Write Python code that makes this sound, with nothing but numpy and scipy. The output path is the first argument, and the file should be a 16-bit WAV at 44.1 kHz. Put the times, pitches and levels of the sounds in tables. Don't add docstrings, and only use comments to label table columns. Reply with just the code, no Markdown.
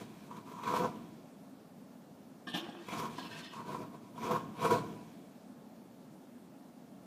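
import sys
import numpy as np
from scipy import signal
from scipy.io import wavfile
from scipy.ndimage import uniform_filter1d

SR = 44100
rng = np.random.default_rng(int(sys.argv[2]) if len(sys.argv) > 2 else 0)


def log_audio(samples):
    frames = np.atleast_2d(samples).T
    limited = np.clip(frames, -1, 1)
    pcm = np.round(limited * 32767).astype(np.int16)
    wavfile.write(sys.argv[1], SR, pcm)


N = 311341
TIME = np.arange(N) / SR


# (centre_hz, width_hz, relative_db)
TEETH_MODES = [(2322, 265, 7.5), (2580, 65, 6), (3326, 48, 4.5), (3830, 47, 1), (4370, 71, -23),
               (6010, 150, -5), (7020, 170, -10)]
# (centre_hz, width_hz, relative_db)
UNDERBODY_MODES = [(78.4, 36, -17.5), (123, 27, -4.5), (156.8, 31, 0.5), (230.2, 43.5, 2), (292, 67, -0.5)]


def starter(throb_hz=85.16, throb_db=4.5, wobble=0.08, wobble_hz=4.62, rumble_db=-1.0):
    gear_gain, body_gain, grit_gain, rumble_gain = push_gains()
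    gear_jolt, body_jolt, grit_jolt = jolt_gains()
    gear_gain = gear_gain + gear_jolt
    body_gain = body_gain + body_jolt
    grit_gain = grit_gain + grit_jolt
    turn = np.cumsum(throb_hz * np.exp(wobble * drift(wobble_hz))) / SR
    throb = np.cos(2 * np.pi * turn)
    teeth = contacts(per_s=1800, spread_db=0.5) * from_db(throb_db * throb)
    teeth_ring = steady(resonate(teeth, TEETH_MODES))
    under_ring = steady(resonate(teeth, UNDERBODY_MODES))
    gear = gear_gain * gear_ring(teeth, body_gain)
    body = body_gain * body_ring(teeth, body_gain)
    grit = grit_gain * tooth_grit(throb, teeth_ring)
    rumble = from_db(rumble_db) * rumble_gain * under_ring
    return gear + body + grit + skim_gain() * teeth_ring + rumble


# (full_force_s, hold_s, gear_db, body_db, grit_db), before part trims
PUSHES = [(0.0, 0.016, -55, -50.5, -58), (0.086, 0.19, -66.5, -62, -66.5),
          (0.323, 0.062, -53, -56.5, -65.5), (0.483, 0.046, -53.5, -59, -64), (0.565, 0.045, -47, -58, -64),
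          (0.685, 0.041, -35, -42.5, -51), (0.759, 0.028, -36, -41.5, -47.5),
          (0.797, 0.051, -37.5, -37.5, -52.5), (2.928, .01, -44, -48.5, -50),
          (2.992, 0.0087, -39.5, -44.5, -48.5), (3.022, 0.036, -40.5, -46.5, -53.5),
          (3.105, .035, -57, -53.5, -58), (3.236, .02, -51, -57, -60), (3.307, 0.1, -57.5, -58, -62),
          (3.581, 0.026, -45, -53, -61.5), (3.689, 0.07, -45, -48.5, -58),
          (3.794, 0.033, -50.5, -48.5, -61.5), (3.945, 0.0045, -54, -54.5, -66.5),
          (4.03, .06, -63, -65.5, -71), (4.241, 0.038, -40, -44, -52.5), (4.31, 0.034, -35.5, -37.5, -51),
          (4.651, .015, -32.5, -35.5, -46.5), (4.723, 0.012, -30.5, -30.5, -45)]
# (rise_db_per_s, fall_db_per_s, tail_drop_db, tail_fall_db_per_s)
GEAR_SWELL = (256, 235, 13.8, 85)
BODY_SWELL = (243, 240, 11.3, 65)
GRIT_SWELL = (210, 180, 14.2, 29)
RUMBLE_SWELL = (187, 260, 3.2, 51)


def push_gains(gear_trim_db=-0.5, rumble_ref_db=-41, body_ref_db=-43, rumble_share=0.68):
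    times_s, holds_s, gear_db, body_db, grit_db = np.transpose(PUSHES)
    rumble_db = rumble_ref_db + rumble_share * (body_db - body_ref_db)
    gear = from_db(gear_trim_db) * swells(times_s, holds_s, gear_db, *GEAR_SWELL)
    body = swells(times_s, holds_s, body_db, *BODY_SWELL)
    grit = swells(times_s, holds_s, grit_db, *GRIT_SWELL)
    rumble = swells(times_s, holds_s, rumble_db, *RUMBLE_SWELL)
    return gear, body, grit, rumble


# (start_s, gear_db, body_re_gear_db, grit_re_gear_db), before part trims
JOLTS = [(0.307, -37, -8, -28), (0.364, -46, -13, -6), (0.515, -35.5, 3, -26), (0.632, -30, -14, -17),
         (0.67, -30, -19, -18), (0.736, -25, 7, -18), (0.761, -27.5, -10, -15), (0.844, -23.5, -7, -31),
         (2.883, -37.5, 10.5, -9), (2.935, -35, -6, -22), (3.055, -44, -17, -27), (3.181, -28.5, -10, -18),
         (3.53, -35.5, -3, -11), (3.744, -30.5, -1, -34), (3.831, -36.5, -15, -33), (4.176, -33.5, -6, -24),
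         (4.309, -30, -0.5, -9.5), (4.357, -22, -2, -32), (4.617, -33, -8, -13), (4.647, -21.5, 1, -20),
         (4.705, -20.5, -12, -17)]


def jolt_gains(gear_trim_db=-6.5, body_trim_db=-17.0, grit_trim_db=-6.5, t60_s=0.039):
    times_s, gear_db, body_db, grit_db = np.transpose(JOLTS)
    gear = blows(times_s, gear_db + gear_trim_db, t60_s)
    body = blows(times_s, gear_db + body_db + body_trim_db, t60_s)
    grit = blows(times_s, gear_db + grit_db + grit_trim_db, t60_s)
    return gear, body, grit


# (centre_hz, width_hz, relative_db)
GEAR_MODES = [(875, 37, -11), (925, 29, -3.5), (982, 32.3, 3.5), (1075, 29, 1), (1159, 100, -9.5),
              (1090, 740, -26.5)]
# (centre_hz, width_hz, relative_db)
HOUSING_MODES = [(1337, 28, 6), (1438, 42, -4), (1516, 26, 0.5)]


def gear_ring(teeth, body_gain, housing_db=-10.5):
    housing = under_load(body_gain, full_db=-30.0, slope=0.15) * steady(resonate(teeth, HOUSING_MODES))
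    return steady(resonate(teeth, GEAR_MODES)) + from_db(housing_db) * housing


# (centre_hz, width_hz, relative_db)
BODY_MODES = [(347.3, 48.5, 1), (406, 53, -0.5), (628.3, 17, -4), (682, 60, -4.5), (545, 300, -14.5)]
# (centre_hz, width_hz, relative_db)
PANEL_MODES = [(474, 23, -11.5), (491.2, 17, -6)]


def body_ring(teeth, body_gain, panel_db=1.0):
    panel = under_load(body_gain, full_db=-34.0, slope=0.42) * steady(resonate(teeth, PANEL_MODES))
    return steady(resonate(teeth, BODY_MODES)) + from_db(panel_db) * panel


# (frequency_hz, relative_db_per_hz)
GRIT_SPECTRUM = [(1200, 2.5), (1700, 9), (2000, 4), (2350, 2), (2900, 7), (3700, 4), (4800, 1.5),
                 (6500, 0.5), (9500, -5), (15000, -7.5)]


def tooth_grit(throb, teeth_ring, throb_db=0.1, teeth_db=-5.5):
    grains = coloured(lambda: contacts(per_s=7000, spread_db=1.0), GRIT_SPECTRUM, patchy_db=1.5)
    return grains * from_db(throb_db * throb) + from_db(teeth_db) * teeth_ring


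# (full_s, hold_s, level_db); full_s is when the swell reaches full level
SKIMS = [(0.642, 0.046, -60.5), (2.893, 0.035, -55), (4.223, 0.047, -62), (4.611, 0.049, -54.5)]


def skim_gain():
    return swells(*np.transpose(SKIMS), rise_db_per_s=500, fall_db_per_s=350)


# (start_s, ring_db, thud_db, crack_db)
CLUNKS = [(2.467, -37.5, -43.5, -46.5), (2.53, -48, -55, -43), (2.539, -40, -34, -42),
          (2.561, -66, -60, -59), (2.682, -69, -41, -57), (2.923, -52, -37, -58),
          (3.177, -46, -41.5, -46.5), (3.241, -56, -49, -59), (4.148, -64, -50, -63),
          (4.389, -56, -50, -62)]
# (centre_hz, width_hz, relative_db)
METAL_MODES = [(690, 87, -34), (1093, 56, -1.5), (1194, 64, -3), (1624, 51, 3.5), (1777, 22, 5),
               (2490, 53, -6), (3040, 240, -4), (3400, 53, -3), (3640, 100, -10), (5500, 62, -13),
               (8260, 250, -28)]
# (centre_hz, width_hz, relative_db)
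THUD_MODES = [(196, 31, 6.5), (270, 85, 5), (476, 39, -4), (720, 84, 0), (805, 70, -2.5)]
# (frequency_hz, relative_db_per_hz)
CRACK_SPECTRUM = [(500, 2), (1000, 0), (1700, -3.5), (3400, -0.5), (5500, -8), (8000, -13.5), (15000, -22)]


def clunks(ring_t60_s=0.087, thud_t60_s=0.18, crack_t60_s=0.21, linger_db=-21.5, linger_t60_s=1.53):
    times_s, ring_db, thud_db, crack_db = np.transpose(CLUNKS)
    chatter = contacts(per_s=2500, spread_db=6.0)
    ring_gain = blows(times_s, ring_db, ring_t60_s, attack_s=0.0049)
    ring_gain = ring_gain + blows(times_s, ring_db + linger_db, linger_t60_s)
    ring = ring_gain * steady(resonate(chatter, METAL_MODES), size=600)
    thud_gain = blows(times_s, thud_db, thud_t60_s, attack_s=0.0019)
    thud = thud_gain * steady(resonate(chatter, THUD_MODES), size=600)
    crack_gain = blows(times_s, crack_db, crack_t60_s, attack_s=0.0065)
    crack = crack_gain * coloured(hiss, CRACK_SPECTRUM, patchy_db=6.0)
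    return ring + thud + crack


# (full_s, hold_s, level_db), before the overall trim
GROANS = [(2.58, 0.049, -46.5), (2.63, 0.032, -45), (2.75, .025, -48.5), (2.797, 0.016, -46)]
# (centre_hz, width_hz, relative_db)
GROAN_MODES = [(336.7, 16, 0.5), (708, 23, -15), (1094, 23, -17), (695, 790, -23.5)]


def groan(trim_db=-1.5):
    gain = swells(*np.transpose(GROANS), rise_db_per_s=398, fall_db_per_s=350)
    song = steady(resonate(contacts(per_s=1200, spread_db=5.0), GROAN_MODES))
    return from_db(trim_db) * gain * waver(song, share=0.0128, rate_hz=4.73)


# (full_s, hold_s, low_ring_db, high_rasp_db)
SCRAPES = [(2.64, 0.032, -59, -61), (2.766, .08, -69, -64), (3.182, 0.011, -59, -51.5),
           (3.236, 0.017, -65, -52), (3.316, 0.088, -54, -53), (3.439, 0.023, -55.5, -52),
           (3.51, 0.036, -62, -57)]
# (centre_hz, width_hz, relative_db)
SCRAPE_RING_MODES = [(1090, 110, -5), (1604, 67, 10), (1860, 75, 6), (1860, 2100, -3)]
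# (centre_hz, width_hz, relative_db)
SCRAPE_RASP_MODES = [(2630, 150, 3.5), (3000, 200, 2), (3290, 140, 0.5), (3600, 160, 1.5), (4240, 500, -2),
                     (5130, 290, -7.5), (4230, 6300, -12)]


def scrapes(rise_db_per_s=496, fall_db_per_s=197):
    times_s, holds_s, ring_db, rasp_db = np.transpose(SCRAPES)
    ring_gain = swells(times_s, holds_s, ring_db, rise_db_per_s, fall_db_per_s)
    rasp_gain = swells(times_s, holds_s, rasp_db, rise_db_per_s, fall_db_per_s)
    return ring_gain * sliding(SCRAPE_RING_MODES) + rasp_gain * sliding(SCRAPE_RASP_MODES)


def sliding(modes, shift_db=4.0):
    slips = contacts(per_s=2500, spread_db=-1.0)
    rings = [resonate(slips, [mode]) * from_db(shift_db * drift(10.7)) for mode in modes]
    return steady(sum(waver(ring, share=0.015, rate_hz=6) for ring in rings))


def yard(x, wet_db=-14.5, t60_s=0.76, dull_hz=5000, delay_s=0.012):
    t = TIME[:SR]
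    tail = rng.standard_normal(SR) * from_db(-60 * t / t60_s) * (t > delay_s)
    tail = tail / np.linalg.norm(tail)
    tail = signal.sosfilt(signal.butter(1, dull_hz, fs=SR, output="sos"), tail)
    return x + from_db(wet_db) * signal.fftconvolve(x, tail)[:N]


# (frequency_hz, relative_db_per_hz)
STREET_SPECTRUM = [(15, -83), (25, -49), (81, -26), (103, -18.5), (135, -11.5), (224, 1), (286, -4.5),
                   (318, -10.5), (501, -14.5), (558, -19), (604, -12.5), (769, -17), (856, -19.5),
                   (2070, -33.5), (15000, -41)]


def street(level_db=-54):
    return from_db(level_db) * coloured(hiss, STREET_SPECTRUM, patchy_db=1.14)


def from_db(db):
    return 10 ** (np.asarray(db) / 20)


def rms_one(x):
    return x / np.sqrt(np.mean(x ** 2) + 1e-20)


def drift(rate_hz):
    pole = np.exp(-2 * np.pi * rate_hz * 40 / SR)
    noise = rng.standard_normal(N // 40 + 2002)
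    slow = signal.lfilter([1], [1, -2 * pole, pole * pole], noise)[2000:]
    return np.interp(np.arange(N) / 40, np.arange(len(slow)), rms_one(slow))


def waver(x, share, rate_hz):
    position = np.cumsum(1 + share * drift(rate_hz)) % N
    return np.interp(position, np.arange(N), x)


def hiss():
    return rng.standard_normal(N)


def contacts(per_s, spread_db):
    sizes = from_db(spread_db * np.minimum(rng.exponential(1, N), 4))
    sizes = sizes * rng.choice([-1, 1], N)
    return rms_one(sizes * (rng.random(N) < per_s / SR))


def band(x, low_hz, high_hz):
    edges_hz = np.clip([low_hz, high_hz], [10, 12], [0.44 * SR, 0.45 * SR])
    return signal.sosfilt(signal.butter(2, edges_hz, "band", fs=SR, output="sos"), x + 1e-18)


def resonate(x, modes):
    return sum(from_db(db) * band(x, hz - width / 2, hz + width / 2) for hz, width, db in modes)


def coloured(source, spectrum, patchy_db):
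    draws = [source(), source()]
    edges_hz = 22 * 2 ** (np.arange(30) / 3)
    hz, db = np.transpose(spectrum)
    out = 0
    for k, (low, high) in enumerate(zip(edges_hz, edges_hz[1:])):
        if high > hz[0]:
            level_db = np.interp(np.log(low * high) / 2, np.log(hz), db)
            level_db = level_db + patchy_db * drift(8.8)
            out = out + from_db(level_db) * band(draws[k % 2], low, high)
    return rms_one(out)


def steady(x, size=1500):
    power = uniform_filter1d(uniform_filter1d(x ** 2, size), size)
    return x / np.sqrt(np.maximum(power, 0) + 1e-12)


def under_load(gain, full_db, slope):
    return np.minimum(gain / from_db(full_db), 1) ** slope


def blows(times_s, levels_db, t60_s, attack_s=0.0018):
    kicks = np.zeros(N)
    kicks[np.clip(np.round(times_s * SR).astype(int), 0, N - 1)] = from_db(levels_db)
    rise = np.exp(-1 / (attack_s * SR))
    kicks = signal.lfilter([(1 - rise) ** 2], [1, -2 * rise, rise ** 2], kicks + 1e-18)
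    return signal.lfilter([1], [1, -from_db(-60 / (t60_s * SR))], kicks)


def swells(times_s, holds_s, levels_db, rise_db_per_s, fall_db_per_s,
           tail_drop_db=np.inf, tail_fall_db_per_s=0):
    t = TIME[::40]
    loudest_db = -np.inf
    for full_s, hold_s, level_db in zip(times_s, holds_s, levels_db):
        before_s = np.maximum(full_s - t, 0)
        after_s = np.maximum(t - full_s - hold_s, 0)
        fall_db = np.minimum(fall_db_per_s * after_s, tail_drop_db + tail_fall_db_per_s * after_s)
        loudest_db = np.maximum(loudest_db, level_db - rise_db_per_s * before_s - fall_db)
    return np.interp(TIME, t, from_db(loudest_db))


def scene():
    car = starter() + clunks() + groan() + scrapes()
    return (yard(car) + street())[None]


def record(dry, cutoff_hz=15300):
    return signal.sosfilt(signal.ellip(12, 0.1, 80, cutoff_hz, fs=SR, output="sos"), dry)


dry = scene()
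out = record(dry)
log_audio(out)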